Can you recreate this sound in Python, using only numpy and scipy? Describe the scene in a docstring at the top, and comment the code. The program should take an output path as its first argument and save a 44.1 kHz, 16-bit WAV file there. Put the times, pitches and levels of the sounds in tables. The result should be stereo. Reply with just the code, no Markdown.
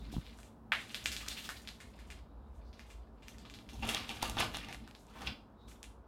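"""Small dogs on a laminate floor in a living room, near a phone with two microphone ports.
A low rumble and faint hiss (shaped noise) run throughout; paw scuffs (tiny clicks) and faint sniffs come and go.
Bumps come early on; claws tick on the floor in front, and a treat lands: short rings, clicks and knocks that
ring on in the bare room. Later, close on the left, dry food is crunched: louder snaps over a dense crackle."""
import sys
import numpy as np
from scipy import signal
from scipy.fft import rfft, irfft, next_fast_len
from scipy.io import wavfile
from scipy.ndimage import uniform_filter1d

SR = 44100
rng = np.random.default_rng(int(sys.argv[2]) if len(sys.argv) > 2 else 0)


def output_pcm(signal):
    """Save a mono or channel-first signal as 16-bit PCM at the path in sys.argv[1].

    Samples are clipped to [-1, 1] before scaling.
    """
    pcm = np.clip(np.atleast_2d(signal).T, -1, 1) * 32767
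    wavfile.write(sys.argv[1], SR, np.round(pcm).astype(np.int16))


N = 267687  # length in samples
SIZE = next_fast_len(N)  # a length that transforms quickly

# how alike left and right are at each pitch: pitch_hz [Hz], likeness [-1 to 1]
LIKENESS = [(60, 0.95), (180, 0.95), (550, 0.55), (1650, -0.3), (4970, 0.071), (15000, 0.076)]
# colour of a dry click: pitch_hz [Hz], relative_db [dB]
CLICK_COLOUR = [(900, -18.5), (1500, -2), (2500, 1.5), (3800, -1), (5000, -3.5), (6500, -24), (9000, -43.5)]
# colour of the fine treble in a click: pitch_hz [Hz], relative_db [dB]
TREBLE_COLOUR = [(3500, -33), (5500, 0.5), (7000, 2.5), (10000, -1.5), (13000, -6.5), (15000, -14.5),
                 (17000, -24)]


def gain_of(db):
    """Turns decibels into a plain multiplier."""
    return 10 ** (np.asarray(db) / 20)


def evened(x):
    """Scales a sound to an average strength (rms) of 1."""
    return x / np.sqrt(np.mean(x ** 2) + 1e-20)


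def add(mix, at, sound):
    """Mixes a sound in from sample number at."""
    mix[..., at:at + sound.shape[-1]] += sound


def read(points, hz):
    """Reads a table between its points, with pitch on a log scale."""
    point_hz, value = np.transpose(points)
    return np.interp(np.log(hz + 1), np.log(point_hz + 1), value, value[0], value[-1])


def colour(x, points):
    """Filters with the given dB spectrum, never answering early; the filter's energy is 1."""
    log_gain = read(points, abs(np.fft.fftfreq(4096, 1 / SR))) * np.log(10) / 20
    # the Hilbert transform gives the phase that makes the filter answer at once
    taps = np.fft.ifft(np.exp(np.conj(signal.hilbert(log_gain)))).real[:2048]
    return signal.oaconvolve(x, taps / np.linalg.norm(taps))[:N]


def resonate(x, hz, width_hz):
    """Keeps a band around the curve hz: shifts it down to zero, smooths, and shifts back."""
    turn = np.exp(2j * np.pi * np.cumsum(hz) / SR)
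    memory = np.exp(-np.pi * width_hz / SR)
    smooth = signal.lfilter([1 - memory], [1, -memory], x / turn)
    return 2 * (turn * smooth).real


def swells(rows):
    """Sums swells (peak_s, level_db, rise_s, fall_s), each straight in dB on both sides."""
    swell_db = 20  # change over one rise or fall time
    t = np.arange(0, N + 64, 64) / SR  # every 64th sample is enough
    gain = np.zeros(len(t))
    for peak_s, db, rise_s, fall_s in rows:
        distance = np.maximum((peak_s - t) / abs(rise_s), (t - peak_s) / abs(fall_s))
        gain += gain_of(db - swell_db * distance)
    return np.interp(np.arange(N) / SR, t, gain)


def partly_alike(left, other, hz):
    """Makes a right spectrum that shares with the left only what LIKENESS allows."""
    same = np.clip(read(LIKENESS, hz), -1, 1)
    same = same.reshape(-1, *[1] * (left.ndim - 1))
    return np.array([left, same * left + np.sqrt(1 - same ** 2) * other])


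def wash(points):
    """Makes noise from all around at both ports, coloured by the table, rms 1."""
    hz = np.fft.rfftfreq(SIZE, 1 / SR)
    left, other = rfft(rng.standard_normal((2, SIZE)))
    spectrum = partly_alike(left, other, hz) * gain_of(read(points, hz))
    spectrum *= hz > points[0][0]  # nothing below the table's first pitch
    return evened(irfft(spectrum, SIZE)[:, :N])


def grains(per_s, spread_db, clump_db):
    """Scatters random clicks of uneven size whose strength comes in clumps, rms 1."""
    clumps = evened(uniform_filter1d(uniform_filter1d(rng.standard_normal(N), 500), 500))
    size = gain_of(spread_db * np.minimum(rng.exponential(1, N), 5) + clump_db * clumps)
    return evened(size * rng.choice([-1, 1], N) * (rng.random(N) < per_s / SR))


def splinters(gain):
    """Bits that crack: sparse short rings of 16 pitches, set off where the gain allows."""
    per_s, spread_db, clump_db = 503, 4.5, 3.7
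    low_hz, high_hz, fade_cycles, level_db = 1196, 4998.5, 3, -1.5
    clicks = grains(per_s, spread_db, clump_db) * gain
    kind = rng.integers(0, 16, N)
    t = np.arange(600) / SR
    out = np.zeros(N)
    for k, hz in enumerate(np.geomspace(low_hz, high_hz, num=16)):
        ring = np.sin(2 * np.pi * hz * t) * np.exp(-t * hz / fade_cycles)
        out += signal.oaconvolve(clicks * (kind == k), ring / np.linalg.norm(ring))[:N]
    return gain_of(level_db) * out


def rustle(gain, pan_db):
    """Fine treble from many points at once: each port hears its own grains."""
    both = np.array([colour(grains(6600, 1.6, 2.5) * gain, TREBLE_COLOUR) for port in "LR"])
    return both * gain_of([[pan_db / 2], [-pan_db / 2]])


def hits(table, rise_cycles, click_db, knock_hz, knock_t60, bounce_s, first_db):
    """A light touch, then the blow: a brief ring, a dry click, treble and a low knock.
    Returns the direct sound and what the blow sends into the room."""
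    t = np.arange(800) / SR
    parts = np.zeros((2, 3, N + len(t) * 2))  # (direct or room feed; ring, click or treble; time)
    for start_s, db, hz, treble_db, room_db, knock_db in table:
        u = t * hz / rise_cycles
        ring = np.sin(2 * np.pi * hz * t) * u * np.exp(1 - u)
        ring += gain_of(knock_db) * np.sin(2 * np.pi * knock_hz * t) * gain_of(-60 * t / knock_t60)
        chip_hz = rng.uniform(2450, 13500)  # each hit has its own glint
        chip = (t == 0) + .2 * np.sin(2 * np.pi * chip_hz * t) * gain_of(-60 * t / .0015)
        blow = gain_of(db) * np.array([ring, gain_of(click_db) * (t == 0), gain_of(treble_db) * chip])
        add(parts[0], round(start_s * SR), gain_of(first_db) * blow)
        add(parts, round((start_s + bounce_s) * SR), blow * gain_of([[[0]], [[room_db]]]))
    parts[1, 1] = np.roll(parts[1, 1], 130)  # the click reaches the room by a nearby surface
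    return [ring[:N] + colour(click, CLICK_COLOUR) + colour(treble, TREBLE_COLOUR)
            for ring, click, treble in parts]


def placed(x, delay, side):
    """Places a sound: the right port hears it delay samples after the left; side scales the shading."""
    # the phone shades its far port: pitch_hz [Hz], shade_db [dB each way, at side 1]
    shade_rows = [(300, 0), (1000, 9.5), (3000, 2), (6000, 11), (12000, 19.5)]
    shade_db = side * read(shade_rows, np.fft.rfftfreq(SIZE, 1 / SR))
    ports = np.array([x, np.roll(x, delay)])
    return irfft(rfft(ports, SIZE) * gain_of([shade_db, -shade_db]), SIZE)[..., :N]


def room(x):
    """Sparse echoes of random sign; each pitch band dies at its own speed, by LIKENESS in both ports."""
    # ringing of the bare room: pitch_hz [Hz], t60_s [s to fall 60 dB, for the early part]
    ring_times = [(300, 0.25), (1300, 0.11), (3500, 0.14), (9000, 0.13), (15000, 0.16)]
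    late_db, late_stretch = 0.5, 2.08  # far corners answer longer: (dB, factor on t60)
    slots = np.arange(60, SR // 2 - 20, 10)
    at = slots + rng.integers(0, 10, (2, len(slots)))
    echoes = np.zeros((2, SR // 2))
    sizes = rng.choice([-1., 1.], at.shape) * rng.uniform(0.22, 2.4, at.shape)
    np.put_along_axis(echoes, at, sizes, 1)
    echoes *= 1 - 0.61 * np.exp(-np.arange(SR // 2) / SR / 0.095)  # echoes build up at first
    hz, t, (left, other) = signal.stft(echoes, SR, nperseg=256)
    fall_db = -60 * t / read(ring_times, hz)[:, None]
    fall = gain_of(fall_db) + gain_of(late_db + fall_db / late_stretch)
    tail = signal.istft(partly_alike(left, other, hz) * fall, SR, nperseg=256)[1]
    return signal.fftconvolve(x[None], tail / np.linalg.norm(tail[0]), axes=1)[:, :N]


def rumble():
    """Low boom and drone of the building drift, with low swells from handling of the phone or weight on the boards."""
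    # drift: time_s [s], boom_db [dB], drone_db [dB]
    drift_rows = [(0.0, -49, -52.5), (0.25, -55, -60), (0.93, -64.5, -57.5), (2.0, -55.5, -59.5),
                  (2.1, -50, -60), (3.04, -53.5, -63), (3.6, -58.5, -56), (4.72, -57, -55),
                  (5.0, -63.5, -61), (6.07, -57, -64)]
    # low swells, from handling of the phone or weight on the boards:
    # peak_s [s], boom_db [dB], drone_db [dB], fall_s [s]
    swell_rows = [(.18, -44, -44, 0.04), (1.08, -51.5, -62, .3), (3.849, -40, -45.5, 0.15),
                  (4.3, -46, -59, 0.078), (4.41, -64, -45.5, 0.13), (4.5, -55, -85, 0.24),
                  (5.21, -54.5, -83.5, .12), (5.29, -48.5, -47.5, 0.11), (5.68, -52.5, -63.5, 0.099)]
    # colours of the boom and of the drone: pitch_hz [Hz], relative_db [dB per Hz]
    boom_colour = [(28, -32), (42, 16.5), (57, 26.5), (75, 15.5), (100, -6.5), (130, -54)]
    drone_colour = [(90, 4), (150, -4.5), (200, -1), (225, 5), (250, -2.5), (290, -1), (340, -13),
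                    (420, -44)]
    rise_s = 0.095
    out = np.zeros((2, N))
    time_s, *drift_db = np.transpose(drift_rows)
    for k, tone in enumerate([boom_colour, drone_colour]):
        drift = gain_of(np.interp(np.arange(N) / SR, time_s, drift_db[k]))
        low_swells = swells([(row[0], row[k + 1], rise_s, row[3]) for row in swell_rows])
        out += (drift + low_swells) * wash(tone)
    return out


def hiss():
    """A faint, steady hiss of shaped noise."""
    # colour of the hiss: pitch_hz [Hz], relative_db [dB per Hz]
    hiss_colour = [(190, -54), (330, -3.5), (408, -1), (530, -4), (948, -4), (1300, -9), (1730, -16.5),
                   (1910, -23), (3800, -32.5), (5500, -36.5), (9000, -75), (16000, -90)]
    return gain_of(-62) * wash(hiss_colour)


def sniffs():
    """Air in a small nose: noise through one resonance, swelling with each sniff."""
    # sniffs: peak_s [s], level_db [dB], rise_s [s], fall_s [s]
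    sniff_rows = [(0.0, -61, .03, 0.05), (2.3, -86, .1, 0.17), (2.46, -87, .15, .1),
                  (5.612, -70, 0.046, 0.14)]
    nose_hz, width_hz = 3820, 150
    nose = resonate(rng.standard_normal(N), np.full(N, nose_hz), width_hz)
    return evened(nose) * swells(sniff_rows)


def scuff_gain(treble=False):
    """Loudness curve of the scuffs, or of their treble."""
    # paws sliding and fur brushing: time_s [s], level_db [dB], treble_db [dB, added to level_db]
    scuff_rows = [(0.0, -68, -10), (0.174, -70.5, -8.5), (0.45, -70.5, 1.5), (0.56, -99, -14),
                  (0.72, -99, -7), (0.75, -61, -0.5), (1.124, -59.5, -8), (1.306, -63, 1),
                  (1.88, -74, -5.5), (2.19, -70, -10.5), (2.24, -99, -17), (2.586, -79.5, -1.5),
                  (2.69, -93, -12), (2.8, -71.5, -2), (3.05, -81.5, -8), (3.14, -92, -6), (3.278, -67, -7),
                  (3.5, -74.5, -5.5), (3.8, -73, -8), (4.87, -73, -8), (5.1, -80.5, 0), (5.665, -99, -5),
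                  (5.685, -67, 7.5), (5.95, -103.5, -1.5)]
    time_s, db, treble_db = np.transpose(scuff_rows)
    return gain_of(np.interp(np.arange(N) / SR, time_s, db + treble * treble_db))


def scuffs():
    """Paws sliding: many tiny slips of pad and claw, with a few that crack."""
    out = colour(grains(5000, 2.5, 5.8) * scuff_gain(), CLICK_COLOUR)
    out += colour(grains(5000, 2.6, 9.0) * scuff_gain(treble=True), TREBLE_COLOUR)
    return out + splinters(scuff_gain())


def bumps():
    """Bumps against the phone: low tones that start at once and die away."""
    # bumps: start_s [s], level_db [dB], pitch_hz [Hz], t60_s [s to fall 60 dB]
    bump_rows = [(.087, -44, 200, .03), (0.128, -38, 310, .03), (.139, -41.5, 720, 0.039),
                 (.166, -38, 900, .008), (.166, -23.5, 175, 0.028), (.182, -28, 139, .04)]
    t = np.arange(6000) / SR
    out = np.zeros(N)
    for start_s, db, hz, t60_s in bump_rows:
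        add(out, round(start_s * SR), gain_of(db - 60 * t / t60_s) * np.sin(2 * np.pi * hz * t))
    return out


def claw_drags():
    """Single drags of a claw: a run of tiny slips through a resonance that glides in pitch."""
    # drags: start_s [s], length_s [s], level_db [dB, before the fade], start_hz [Hz], end_hz [Hz]
    drag_rows = [(0.11, 0.066, -57, 4070, 3100), (0.239, 0.038, -60.5, 3500, 2520),
                 (1.192, 0.041, -49.5, 2640, 2350), (1.258, 0.041, -58, 1490, 1700),
                 (1.293, 0.039, -42.5, 3300, 4370), (1.356, 0.052, -45, 2520, 3200),
                 (1.43, 0.041, -45.5, 3000, 3370), (1.548, 0.034, -49.5, 3640, 4250),
                 (2.59, 0.18, -77, 4330, 4800), (5.109, 0.16, -59, 1780, 2510),
                 (5.69, 0.065, -81, 6200, 6000)]
    slips = grains(2400, 1.6, 2.8)
    out = np.zeros(N)
    for start_s, length_s, db, start_hz, end_hz in drag_rows:
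        at, n = round(start_s * SR), round(length_s * SR)
        drag = resonate(slips[at:at + n], np.linspace(start_hz, end_hz, n), width_hz=960.0)
        add(out, at, gain_of(db) * evened(drag) * np.hanning(n))  # fades in and out
    return out


def floor_ticks():
    """Claws and the skidding treat tick on the floor, each with a knock of the board under it."""
    # ticks: start_s [s], level_db [dB], ring_hz [Hz], treble_db [dB], room_db [dB]
    tick_rows = [(0.1172, -53.5, 3300, 13.5, 15), (0.2435, -56, 3680, -6.5, -3),
                 (0.2649, -45, 3400, -13, 6.5), (0.387, -45.5, 1500, 5.5, 2), (0.4308, -49, 2740, 10, 2.5),
                 (0.732, -39.5, 2400, -6, 0), (0.7368, -35, 3100, -13, 3), (0.7512, -32, 3000, -15, 4),
                 (0.8942, -42, 4100, -7.5, 4), (0.9447, -26, 3350, 4, 5), (1.0405, -59, 3000, 32, 5.5),
                 (1.0576, -19.5, 2800, 4, 3.5), (1.1171, -30, 4800, 7.5, 9), (1.1645, -29, 3580, 5, 4),
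                 (1.263, -38, 1480, 3, 1), (1.2811, -35, 3680, 11.5, 8), (1.2842, -29.5, 4250, 16, -21),
                 (1.3143, -38.5, 4160, 1, 12), (1.4421, -47.5, 3220, 19, 8.5), (1.49, -27, 1640, 5.5, 4),
                 (1.6735, -34.5, 3580, 0.5, 7.5), (1.688, -34, 4470, -10, -2.5),
                 (1.8023, -42.5, 1950, 4, 9.5), (1.9892, -48, 1970, 2.5, 9), (2.102, -40, 2480, 3.5, 8.5),
                 (2.1228, -43, 2340, -5.5, -11), (2.7292, -50.5, 4500, 0.5, 9.5),
                 (2.7935, -40.5, 2180, 0.5, 4), (2.9017, -51, 2520, 4.5, 12.5), (3.2225, -54, 2600, -2, 15),
                 (3.2821, -39.5, 2640, 10, 1), (3.3829, -46.5, 4660, 9.5, 2), (3.4519, -46, 3340, -3, 9.5),
                 (3.498, -42, 2860, 4, 4.5), (3.5386, -41.5, 3900, 0.5, 9), (3.5873, -45.5, 3060, -2, 5),
                 (3.6892, -43.5, 2980, 4, 10), (4.7261, -34.5, 2660, 4, 3.5), (4.8756, -42, 1490, 6, 0),
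                 (4.9103, -48, 3100, 9, -26), (4.9495, -43, 3870, 4, 1.5), (5.0674, -60, 1400, 18.5, -8),
                 (5.675, -63.5, 3680, -8, 22.5), (5.829, -41.5, 3380, 16.5, -2),
                 (5.8407, -42, 2780, -24, 4)]
    board_db = -15.5  # against the ring
    return hits([(*row, board_db) for row in tick_rows], rise_cycles=0.56, click_db=8.3, knock_hz=800,
                knock_t60=0.0019, bounce_s=0.001203, first_db=-13.5)


def treat():
    """One end touches, then the piece slaps flat. Returns direct sound and room feed."""
    # colour of the landing: pitch_hz [Hz], relative_db [dB]
    treat_colour = [(300, -26), (700, -9.5), (1100, -3), (1500, 5), (2200, 5.5), (3200, -0.5),
                    (4200, -10.5), (5900, -24), (12300, -28.5), (16000, -62)]
    land_s, slap_db, room_db = 0.7199, -2.5, 5.75  # levels before colouring
    touch, slap = np.zeros((2, N))
    at = round(land_s * SR)
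    touch[at] = gain_of(slap_db - 7)
    slap[at + 53] = gain_of(slap_db)  # 53 samples later
    return colour(touch + slap, treat_colour), gain_of(room_db) * colour(slap, treat_colour)


def food_snaps():
    """Dry food snaps between teeth, each snap with a knock of the jaw."""
    # snaps: start_s [s], level_db [dB], ring_hz [Hz], treble_db [dB], room_db [dB], knock_db [dB]
    snap_rows = [(3.7323, -49.5, 3360, 9.5, 11, 3), (3.8242, -35, 2640, -23, 16, -2),
                 (3.8691, -35.5, 2580, 4, -9, -22), (3.8901, -25, 2560, 6.5, 8.5, -16),
                 (3.9465, -20.5, 3630, 1.5, -10, -8), (4.0921, -27.5, 3100, -7, 6.5, -7.5),
                 (4.1676, -35, 1510, -16, 2, -5), (4.2278, -23, 4160, 4.5, -10.5, 5.5),
                 (4.2372, -41, 4400, -10.5, -7, 15), (4.2968, -31, 3470, 11.5, -3, 1),
                 (4.369, -23.5, 1400, -21, 5, -2), (4.3869, -22.5, 3320, -16, -18, -3),
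                 (4.3935, -28, 3600, -2.5, -5, -19), (4.4034, -18, 1560, -18, 1.5, -14.5),
                 (4.4065, -19.5, 2200, -15, -1, -21), (4.5447, -22, 1540, -20, -5, -14),
                 (4.5694, -24, 1520, -0.5, -23, -8), (4.629, -39.5, 2330, -9, 10.5, -28),
                 (4.6463, -37, 3130, -7, -6, -22), (4.6857, -32, 2000, -5, 5.5, -4.5),
                 (4.7456, -29, 2010, -13, -15, -21), (5.2181, -30.5, 1550, -8, 0.5, -7),
                 (5.2714, -30, 2800, -17, 7, -10.5)]
    return hits(snap_rows, rise_cycles=0.61, click_db=4.9, knock_hz=857,
                knock_t60=0.0073, bounce_s=0.001097, first_db=-5.5)


def chewing(part):
    """Loudness as each closing of the jaw grinds: part 0 the crackle, 1 its treble, 2 its body."""
    # closings: peak_s [s], level_db [dB], rise_s [s], fall_s [s],
    # treble_db and body_db [dB, added to level_db]
    jaw_rows = [(3.824, -56.5, 0.011, 0.37, -28, 6), (3.9, -42, 0.11, 0.065, -10, -4.5),
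                (3.947, -41, 0.065, .14, -13.5, -5.5), (4.089, -50.5, 0.014, 0.2, -7.5, -1.5),
                (4.227, -41, 0.016, 0.12, -7, 2.5), (4.404, -29, 0.028, 0.05, -11.5, -1),
                (4.545, -40, 0.014, 0.084, -15, -12), (4.74, -62, 0.55, 0.039, -5.5, 5.5),
                (5.22, -57.5, 0.15, 0.12, -8, 8), (5.273, -39.5, 0.017, 0.036, -19.5, -5)]
    return swells([(peak_s, db + [0, *part_db][part], rise_s, fall_s)
                   for peak_s, db, rise_s, fall_s, *part_db in jaw_rows])


def grind():
    """Crumbs break in a dense crackle that sounds through teeth, mouth and jaw."""
    # colour of mouth and jaw: pitch_hz [Hz], relative_db [dB]
    body_colour = [(150, -31.5), (300, -12), (450, 6), (780, 3.5), (1200, 12), (1700, 8.5), (2500, -83)]
    out = splinters(chewing(0))
    layers = (CLICK_COLOUR, 2200, 4.), (TREBLE_COLOUR, 3500, 3.8), (body_colour, 1500, 3.5)
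    for part, (tone, per_s, spread_db) in enumerate(layers):
        out += colour(grains(per_s, spread_db, clump_db=3.5) * chewing(part), tone)
    return out


def scene():
    """Floor sounds in front, chewing on the left, each with its echo, over the background."""
    background = rumble() + hiss() + bumps()
    scuff = sniffs() + scuffs() + claw_drags()
    tick, tick_feed = floor_ticks()
    toss, toss_feed = treat()
    snap, snap_feed = food_snaps()
    crumbs = grind()
    front = placed(tick + toss + scuff, delay=-2, side=0.2)
    left = placed(snap + crumbs, delay=14, side=0.35)
    front += rustle(scuff_gain(treble=True), pan_db=.6)
    left += rustle(gain_of(-5.0) * chewing(1), pan_db=2.5)
    front_echo = room(tick_feed + toss_feed + gain_of(2.0) * scuff)
    left_echo = room(snap_feed + gain_of(-2.5) * crumbs) * gain_of([[.6], [-.6]])  # leans left
    return front + left + front_echo + left_echo + background


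def record(dry):
    """Cuts off the very top of the treble."""
    low_pass = signal.firwin(255, 16300, window=("kaiser", 9), fs=SR)  # cutoff in Hz
    return signal.oaconvolve(dry, low_pass[None], "same")


dry = scene()
out = record(dry)
output_pcm(out)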